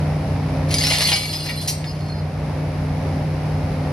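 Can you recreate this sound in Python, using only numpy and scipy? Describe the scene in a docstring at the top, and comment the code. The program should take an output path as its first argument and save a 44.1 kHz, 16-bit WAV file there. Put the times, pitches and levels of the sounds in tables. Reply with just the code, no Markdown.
"""Scrap yard: steel pieces let go by a lifting magnet pour onto a heap on concrete, over a diesel handler.
Small contacts are cracks with scattered modes; heavier pieces strike and rattle.
Loose bars jingle, short bars clink with clear notes, a late plate rings on; the yard echoes the steel.
Diesel tones, throbbing noise and a hydraulic pump's hum run throughout.
Gain control ducks under the clatter and slowly recovers; a band limit cuts the top."""
import sys
import numpy as np
from scipy import signal
from scipy.fft import rfft, irfft, next_fast_len
from scipy.io import wavfile
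from scipy.ndimage import uniform_filter1d, map_coordinates

SR = 44100
rng = np.random.default_rng(int(sys.argv[2]) if len(sys.argv) > 2 else 0)


def put_to_file(sound):
    """Save the sound as 16-bit audio at rate SR, in the file named by the first command-line argument."""
    columns = np.atleast_2d(sound).T  # one column per channel
    safe = np.clip(columns, -1, 1)
    whole_steps = np.round(safe * 32767)
    wavfile.write(sys.argv[1], SR, whole_steps.astype(np.int16))


N = 172872  # samples, 3.92 s

# Pouring scrap. Each row: time in seconds, relative level in dB.
POUR_LEVEL = [(.67, -48), (.695, -28.5), (.755, -31), (.79, -22), (.94, -20), (1.14, -16.5), (1.18, -22.5),
              (1.42, -30.5), (1.65, -34), (1.78, -42), (2.1, -48)]
# Colour of small scrap. Each row: frequency in Hz, gain in dB.
SCRAP_COLOUR = [(200, -11.5), (700, -3.5), (1050, -8.5), (1550, -10.5), (2050, 1.5), (2700, 1), (3700, -3),
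                (4400, 5), (5100, 2.5), (5900, -3.5), (10000, -4.5), (12000, -13), (13400, -8)]
# Hard landings. Each row: start in seconds, relative level in dB, weight (low gain) in dB,
# brightness (high gain) in dB, rattle decay time constant in seconds.
HARD_HITS = [(0.7414, -10.5, -9.5, -1.5, 0.004), (0.8342, -18.5, 3, 1, .015),
             (0.869, -12.5, 0.5, 0.5, 0.0062), (0.908, -16, 9.5, -12, 0.015), (0.937, -17, 4.5, -7, 0.026),
             (1.007, -14.5, 8, -2, 0.0069), (1.02, -13, 3, 0, 0.007), (1.068, -20.5, 3, 8, 0.023),
             (1.117, -9.5, 3.5, -7, .022), (1.33, -22.5, -0.5, 1, .018), (1.461, -22.5, 9, -1, 0.0094),
             (1.489, -22, 7, -10, 0.014), (1.612, -32, -6, 11.5, .02), (1.6764, -16, -6.5, 6, 0.025),
             (1.8424, -30, 9, -7, 0.0056)]
# Notes of the loose bars. Each row: centre frequency in Hz, relative level in dB.
BAR_NOTES = [(2062, -10), (2853, -9), (3440, -5), (4124, -1.5), (4400, 0), (4830, -5), (5040, -0.5),
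             (8950, -5), (10280, -18), (11655, -10.5)]
# Jingle of the loose bars. Each row: time in seconds, level in dB, tilt in dB per octave.
JINGLE_LEVEL = [(.68, -65, -3), (.82, -29, 1), (1.12, -24.5, -1), (1.25, -29.5, 2), (1.62, -37.5, 5.5),
                (1.78, -69, 4)]
# Clinking short bars. Each row: start in seconds, initial note in Hz, level in dB, chatter hold in seconds.
BAR_CLINKS = [(.762, 4800, -21, 0.034), (.835, 5280, -19, .02), (.858, 5510, -22, 0.026),
              (1.046, 4400, -17, 0.042), (1.12, 5060, -16, 0.022), (1.331, 5060, -21.5, 0.029),
              (1.438, 4110, -24, 0.021), (1.573, 4130, -22, 0.019), (1.866, 5060, -31.5, 0.03),
              (1.861, 4450, -33.5, 0.027), (1.998, 4330, -42, 0.19), (2.086, 4295, -33, 0.017),
              (1.95, 4985, -47, .25)]
# Modes of a small plate. Each row: frequency in Hz, level in dB, T60 in seconds.
PLATE_MODES = [(4086, -21, 0.13), (5030, -32, 0.23), (5660, -22, 0.28), (6309, -21, .21), (8540, -23, .35)]
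# Phase between microphone ports. Each row: frequency in Hz, left lead in radians.
PORT_PHASE = [(1800, .1), (2450, 2), (2900, 6), (3400, 6), (4000, 7.4), (5200, 6.5), (8300, 9.5),
              (13000, 15)]
# Level between microphone ports. Each row: frequency in Hz, left over right in dB.
PORT_BALANCE = [(2000, 0.5), (2800, 10), (3500, -9), (4200, -0.5)]
# Echo decay of the yard. Each row: frequency in Hz, T60 in seconds.
YARD_T60 = [(300, 0.74), (4000, .45), (12000, 0.16)]
# Diesel tones. Each row: multiple of the shaft rate, mean level in dB.
DIESEL_ORDERS = [(2, -42), (3, -29), (5, -25), (6, -43), (10, -43.5), (20, -44.5)]
# Hydraulic pump. Each row: time in seconds, mean pitch in Hz, mean level in dB.
PUMP_TRACK = [(.2, 270, -41), (.45, 267.2, -32), (2, 272.4, -42), (2.85, 264.4, -34.5),
              (3.15, 271.3, -33.5), (3.45, 266, -36), (3.92, 261.4, -31.5)]
# Colour of engine and fan noise. 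Each row: frequency in Hz, relative gain in dB.
ROAR_COLOUR = [(22, -33), (36, -18.5), (54, 0.5), (110, 2), (200, -3), (330, -10), (750, -9.5),
               (1100, -18.5), (1550, -23), (2200, -22), (3300, -32), (5200, -30.5), (7600, -46.5),
               (10800, -37.5), (12400, -47.5), (13500, -62)]
# Left-right likeness of that noise. Each row: frequency in Hz, correlation from -1 to 1.
ROAR_ALIKE = [(120, 0.99), (270, 0.95), (1100, 0.64), (6500, 0.078)]
# Gain of the whole machine. Each row: time in seconds, gain in dB.
MACHINE_GAIN = [(.6, 0.86), (2, -.7), (3.92, -0.3)]

CONTACTS_PER_S, SIZE_SPREAD_DB = 280, 5
PIECE_T60_S, PIECE_CRACK_RATIO, CRACK_T60_S = 0.13, 0.83, 0.013
HIT_CONTACTS_PER_S, HIT_T60_S, HIT_CRACK_RATIO = 500, 0.11, 1
WEIGHT_HZ, BRIGHT_HZ = 2040, 9800
KNOCKS_PER_BAR_PER_S, BAR_T60_S, TILT_PIVOT_HZ, BAR_DETUNE_RATIO = 26, 0.2, 4540, 0.0123
CLINK_T60_S, CLINK_RISE_S, CLINK_OVERTONE_DB, CLINK_SAG_HZ_PER_S = 0.15, 0.0029, -21, 219
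CHATTER_PER_S, CHATTER_JITTER_RAD, CHATTER_DB = 124, 0.4, 3
PLATE_START_S = 1.682
YARD_DB = -10
SHAFT_HZ, SHAFT_DRIFT_RATIO, TONE_WAVER_DB = 30.31, 0.00408, 1.13
PUMP_OCTAVE_DB, PUMP_DRIFT_RATIO = -7, 0.0051
ROAR_DB, FIRING_DEPTH = -26, 0.09
THRESHOLD_DB, DUCK_DB_PER_DB, RECOVER_DB_PER_S, LISTEN_S = -18, 0.78, 5, 0.031
TOP_HZ = 13400


def amp(db):
    """Decibels to amplitude gain."""
    return 10 ** (np.asarray(db) / 20)


def unit(x):
    """Scale to rms 1."""
    return x / np.sqrt(np.mean(x ** 2) + 1e-20)


def decay(t, t60_s):
    """Exponential fade, 60 dB in t60_s."""
    return np.exp(-np.log(1000) * t / t60_s)


def along(points, hz):
    """Interpolate (Hz, value) points on a log frequency axis."""
    f, v = np.transpose(points)
    return np.interp(np.log(hz + 1), np.log(f + 1), v)


def curves(rows):
    """One value per sample for each column after the time."""
    s, *cols = np.transpose(rows)
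    return [np.interp(np.arange(N) / SR, s, c) for c in cols]


def wobble(knots_per_s):
    """A smooth random curve through normal random knots."""
    at = np.arange(0, N + 128, 128)
    knots = rng.standard_normal(512)
    return np.interp(np.arange(N), at, map_coordinates(knots, [at * knots_per_s / SR], mode="wrap"))


def coloured(x, db_at):
    """Causal minimum-phase filter, by folded cepstrum, whose gain is db_at(hz)."""
    n = x.shape[-1]
    m = 2 * next_fast_len(n // 2 + 4096)
    gain = np.maximum(amp(db_at(np.fft.rfftfreq(m, 1 / SR))), 1e-6)
    cepstrum = irfft(np.log(gain))
    cepstrum[1:m // 2] *= 2
    cepstrum[m // 2 + 1:] = 0
    return irfft(rfft(x, m) * np.exp(rfft(cepstrum)), m)[..., :n]


def add(track, start_s, sound):
    """Mix a sound in at a time."""
    part = track[int(start_s * SR):][:len(sound)]
    part += sound[:len(part)]


def piece(t60_s, crack_ratio, count=20):
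    """One contact of an odd-shaped piece: a noise crack and scattered decaying modes, energy 1."""
    t = np.arange(SR // 5, dtype=np.float32) / SR
    hz = 600 + 12800 * (np.arange(count) + rng.random(count)) / count
    mode_t60_s = t60_s * np.exp(0.5 * rng.standard_normal(count))
    fade = np.exp(np.float32(-np.log(1000) / mode_t60_s)[:, None] * t)
    modes = np.sin(np.float32(2 * np.pi * hz)[:, None] * t) * fade
    ring = np.sum(rng.standard_normal((count, 1)) * modes, axis=0)
    crack = rng.standard_normal(len(t)) * decay(t, CRACK_T60_S)
    return unit(unit(ring) + crack_ratio * unit(crack)) / np.sqrt(len(t))


def pour(count=70):
    """Many pieces strike the heap at random moments with random strengths."""
    level_db, = curves(POUR_LEVEL)
    out = np.zeros(N)
    shapes = [piece(PIECE_T60_S, PIECE_CRACK_RATIO) for _ in range(count)]
    begin_s, end_s = POUR_LEVEL[0][0], POUR_LEVEL[-1][0]
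    draws = rng.random((2048, 2))
    for k, (when, size) in enumerate(draws[:int((end_s - begin_s) * CONTACTS_PER_S)]):
        s = begin_s + (k + 2 * when) / CONTACTS_PER_S
        size_db = SIZE_SPREAD_DB * (min(-np.log(size), np.pi) - 2)
        add(out, s, amp(level_db[int(s * SR)] + size_db) * shapes[k % count])
    return out * np.sqrt(SR / CONTACTS_PER_S) * 2


def hits(count=6):
    """A hard landing is a first blow and a quick, fading rattle among its neighbours."""
    out = np.zeros(N)
    for s, db, weight_db, bright_db, rattle_s in HARD_HITS:
        shapes = [piece(HIT_T60_S, HIT_CRACK_RATIO) for _ in range(count)]
        burst = np.zeros(SR // 4)
        for k, late in enumerate(rng.random(64)[:1 + int(2 * rattle_s * HIT_CONTACTS_PER_S)]):
            delay_s = (k + late * (k > 0)) / HIT_CONTACTS_PER_S
            add(burst, delay_s, np.exp(-delay_s / rattle_s) * shapes[k % count])
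        tone = [(WEIGHT_HZ, weight_db), (4500, 0), (BRIGHT_HZ, bright_db)]
        blow = coloured(burst, lambda hz: along(tone, hz))
        add(out, s, amp(db) * np.sqrt(SR / HIT_CONTACTS_PER_S) * 2 * blow)
    return out


def ringing(hz, t60_s):
    """One mode: a sine of random phase, fading exponentially."""
    t = np.arange(SR * 2 // 3) / SR
    return np.sin(2 * np.pi * (hz * t + rng.random())) * decay(t, t60_s)


def jingle():
    """Loose bars of nearly equal lengths are jostled and ping; the tilt lets the high ones settle last."""
    level_db, tilt_db = curves(JINGLE_LEVEL)
    out = np.zeros(N)
    begin_s, end_s = JINGLE_LEVEL[0][0], JINGLE_LEVEL[-1][0]
    knocks = int((end_s - begin_s) * KNOCKS_PER_BAR_PER_S)
    for hz, db in BAR_NOTES:
        octaves = np.log2(hz / TILT_PIVOT_HZ)
        for k, (when, detune) in enumerate(rng.random((256, 2))[:knocks]):
            s = begin_s + (k + when) / KNOCKS_PER_BAR_PER_S
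            at = int(s * SR)
            strength_db = db + level_db[at] + tilt_db[at] * octaves
            knock_hz = hz * (1 + BAR_DETUNE_RATIO * (2 * detune - 1))
            add(out, s, 2 * amp(strength_db) * ringing(knock_hz, BAR_T60_S))
    return out


def clinks():
    """A short bar chatters on the heap: a fluttering note and weak overtone hold, sag in pitch and fade."""
    out = np.zeros(N)
    t = np.arange(SR // 2) / SR
    for s, hz, db, hold_s in BAR_CLINKS:
        envelope = (1 - np.exp(-t / CLINK_RISE_S)) * decay(np.maximum(t - hold_s, 0), CLINK_T60_S)
        jitter, flutter = (wobble(CHATTER_PER_S)[:len(t)] for _ in range(2))
        phase = 2 * np.pi * (hz - CLINK_SAG_HZ_PER_S * t / 2) * t + CHATTER_JITTER_RAD * jitter
        note = np.sin(phase) + amp(CLINK_OVERTONE_DB) * np.sin(2.3 * phase)
        add(out, s, amp(db + CHATTER_DB * flutter) * envelope * note)
    return out


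def plate():
    """A small plate lands late; its modes ring on, each with its own decay."""
    out = np.zeros(N)
    add(out, PLATE_START_S, sum(amp(db) * ringing(hz, t60_s) for hz, db, t60_s in PLATE_MODES))
    return out


def ports(mono):
    """Two microphone ports differ in phase and level, half the difference on each side."""
    hz = np.fft.rfftfreq(N, 1 / SR)
    left = amp(along(PORT_BALANCE, hz) / 2) * np.exp(1j * along(PORT_PHASE, hz) / 2)
    return irfft(rfft(mono) * [left, 1 / left], N)


def yard(x):
    """Echo of walls and heaps: a stereo noise tail whose treble dies first."""
    hz, t, z = signal.stft(rng.standard_normal((2, SR // 2)), SR, nperseg=256)
    fade = decay(t, along(YARD_T60, hz)[:, None])
    tail = signal.istft(z * fade, SR, nperseg=256)[1]
    return signal.fftconvolve(x[None], tail / np.linalg.norm(tail[0]), axes=1)[:, :N]


def diesel(shaft_rad):
    """Wavering sines at multiples of the shaft rate."""
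    return sum(amp(db + TONE_WAVER_DB * wobble(14)) * np.sin(k * shaft_rad + 2 * np.pi * rng.random())
               for k, db in DIESEL_ORDERS)


def pump():
    """Hydraulic hum: a drifting tone and its octave, both wavering in level."""
    hz, db = curves(PUMP_TRACK)
    phase = 2 * np.pi * np.cumsum(hz * (1 + PUMP_DRIFT_RATIO * wobble(24.99))) / SR
    level = amp(db + 1.6 * wobble(12))
    octave = amp(PUMP_OCTAVE_DB + 3 * wobble(9.1)) * np.sin(2 * phase)
    return level * (np.sin(phase) + octave)


def spread(pair, alike):
    """Mix two unrelated signals to left and right of a given likeness."""
    angle = np.arccos(np.clip(along(alike, np.fft.rfftfreq(N, 1 / SR)), -0.999, 0.999)) / 2
    mid, side = irfft(rfft(pair) * [np.cos(angle), np.sin(angle)], N)
    return np.array([mid + side, mid - side])


def roar(shaft_rad):
    """Engine and fan noise, throbbing with the firing at three pulses a shaft turn."""
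    throb = 1 + FIRING_DEPTH * np.sin(3 * shaft_rad)
    noise = rng.standard_normal((2, N)) * throb * amp(0.5 * wobble(10))
    return unit(spread(coloured(noise, lambda hz: along(ROAR_COLOUR, hz)), ROAR_ALIKE))


def machine():
    """Diesel, pump and roar; one drifting shaft drives the tones and the throb."""
    shaft_rad = 2 * np.pi * np.cumsum(SHAFT_HZ * (1 + SHAFT_DRIFT_RATIO * wobble(5))) / SR
    tones = np.sqrt(2) * (diesel(shaft_rad) + pump())  # table levels become rms
    return amp(curves(MACHINE_GAIN)[0]) * (tones + amp(ROAR_DB) * roar(shaft_rad))


def scene():
    """The falling steel and its echo over the machine."""
    scrap = coloured(pour() + hits(), lambda hz: along(SCRAP_COLOUR, hz))
    steel = scrap + jingle() + plate() + clinks()
    return ports(steel) + amp(YARD_DB) * yard(steel) + machine()


def record(dry):
    """Gain control that ducks fast and recovers slowly, then the band limit."""
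    window = int(LISTEN_S * SR)
    power = uniform_filter1d(np.mean(dry ** 2, axis=0), window)
    level_db = 10 * np.log10(abs(power) + 1e-9)
    wanted_db = DUCK_DB_PER_DB * np.maximum(level_db - THRESHOLD_DB, 0)
    slide_db = RECOVER_DB_PER_S * np.arange(N) / SR
    duck_db = np.maximum.accumulate(wanted_db + slide_db) - slide_db  # peak hold, linear release in dB
    levelled = dry * amp(-uniform_filter1d(duck_db, window))
    return irfft(rfft(levelled) * (np.fft.rfftfreq(N, 1 / SR) < TOP_HZ), N)


dry = scene()
out = record(dry)
put_to_file(out)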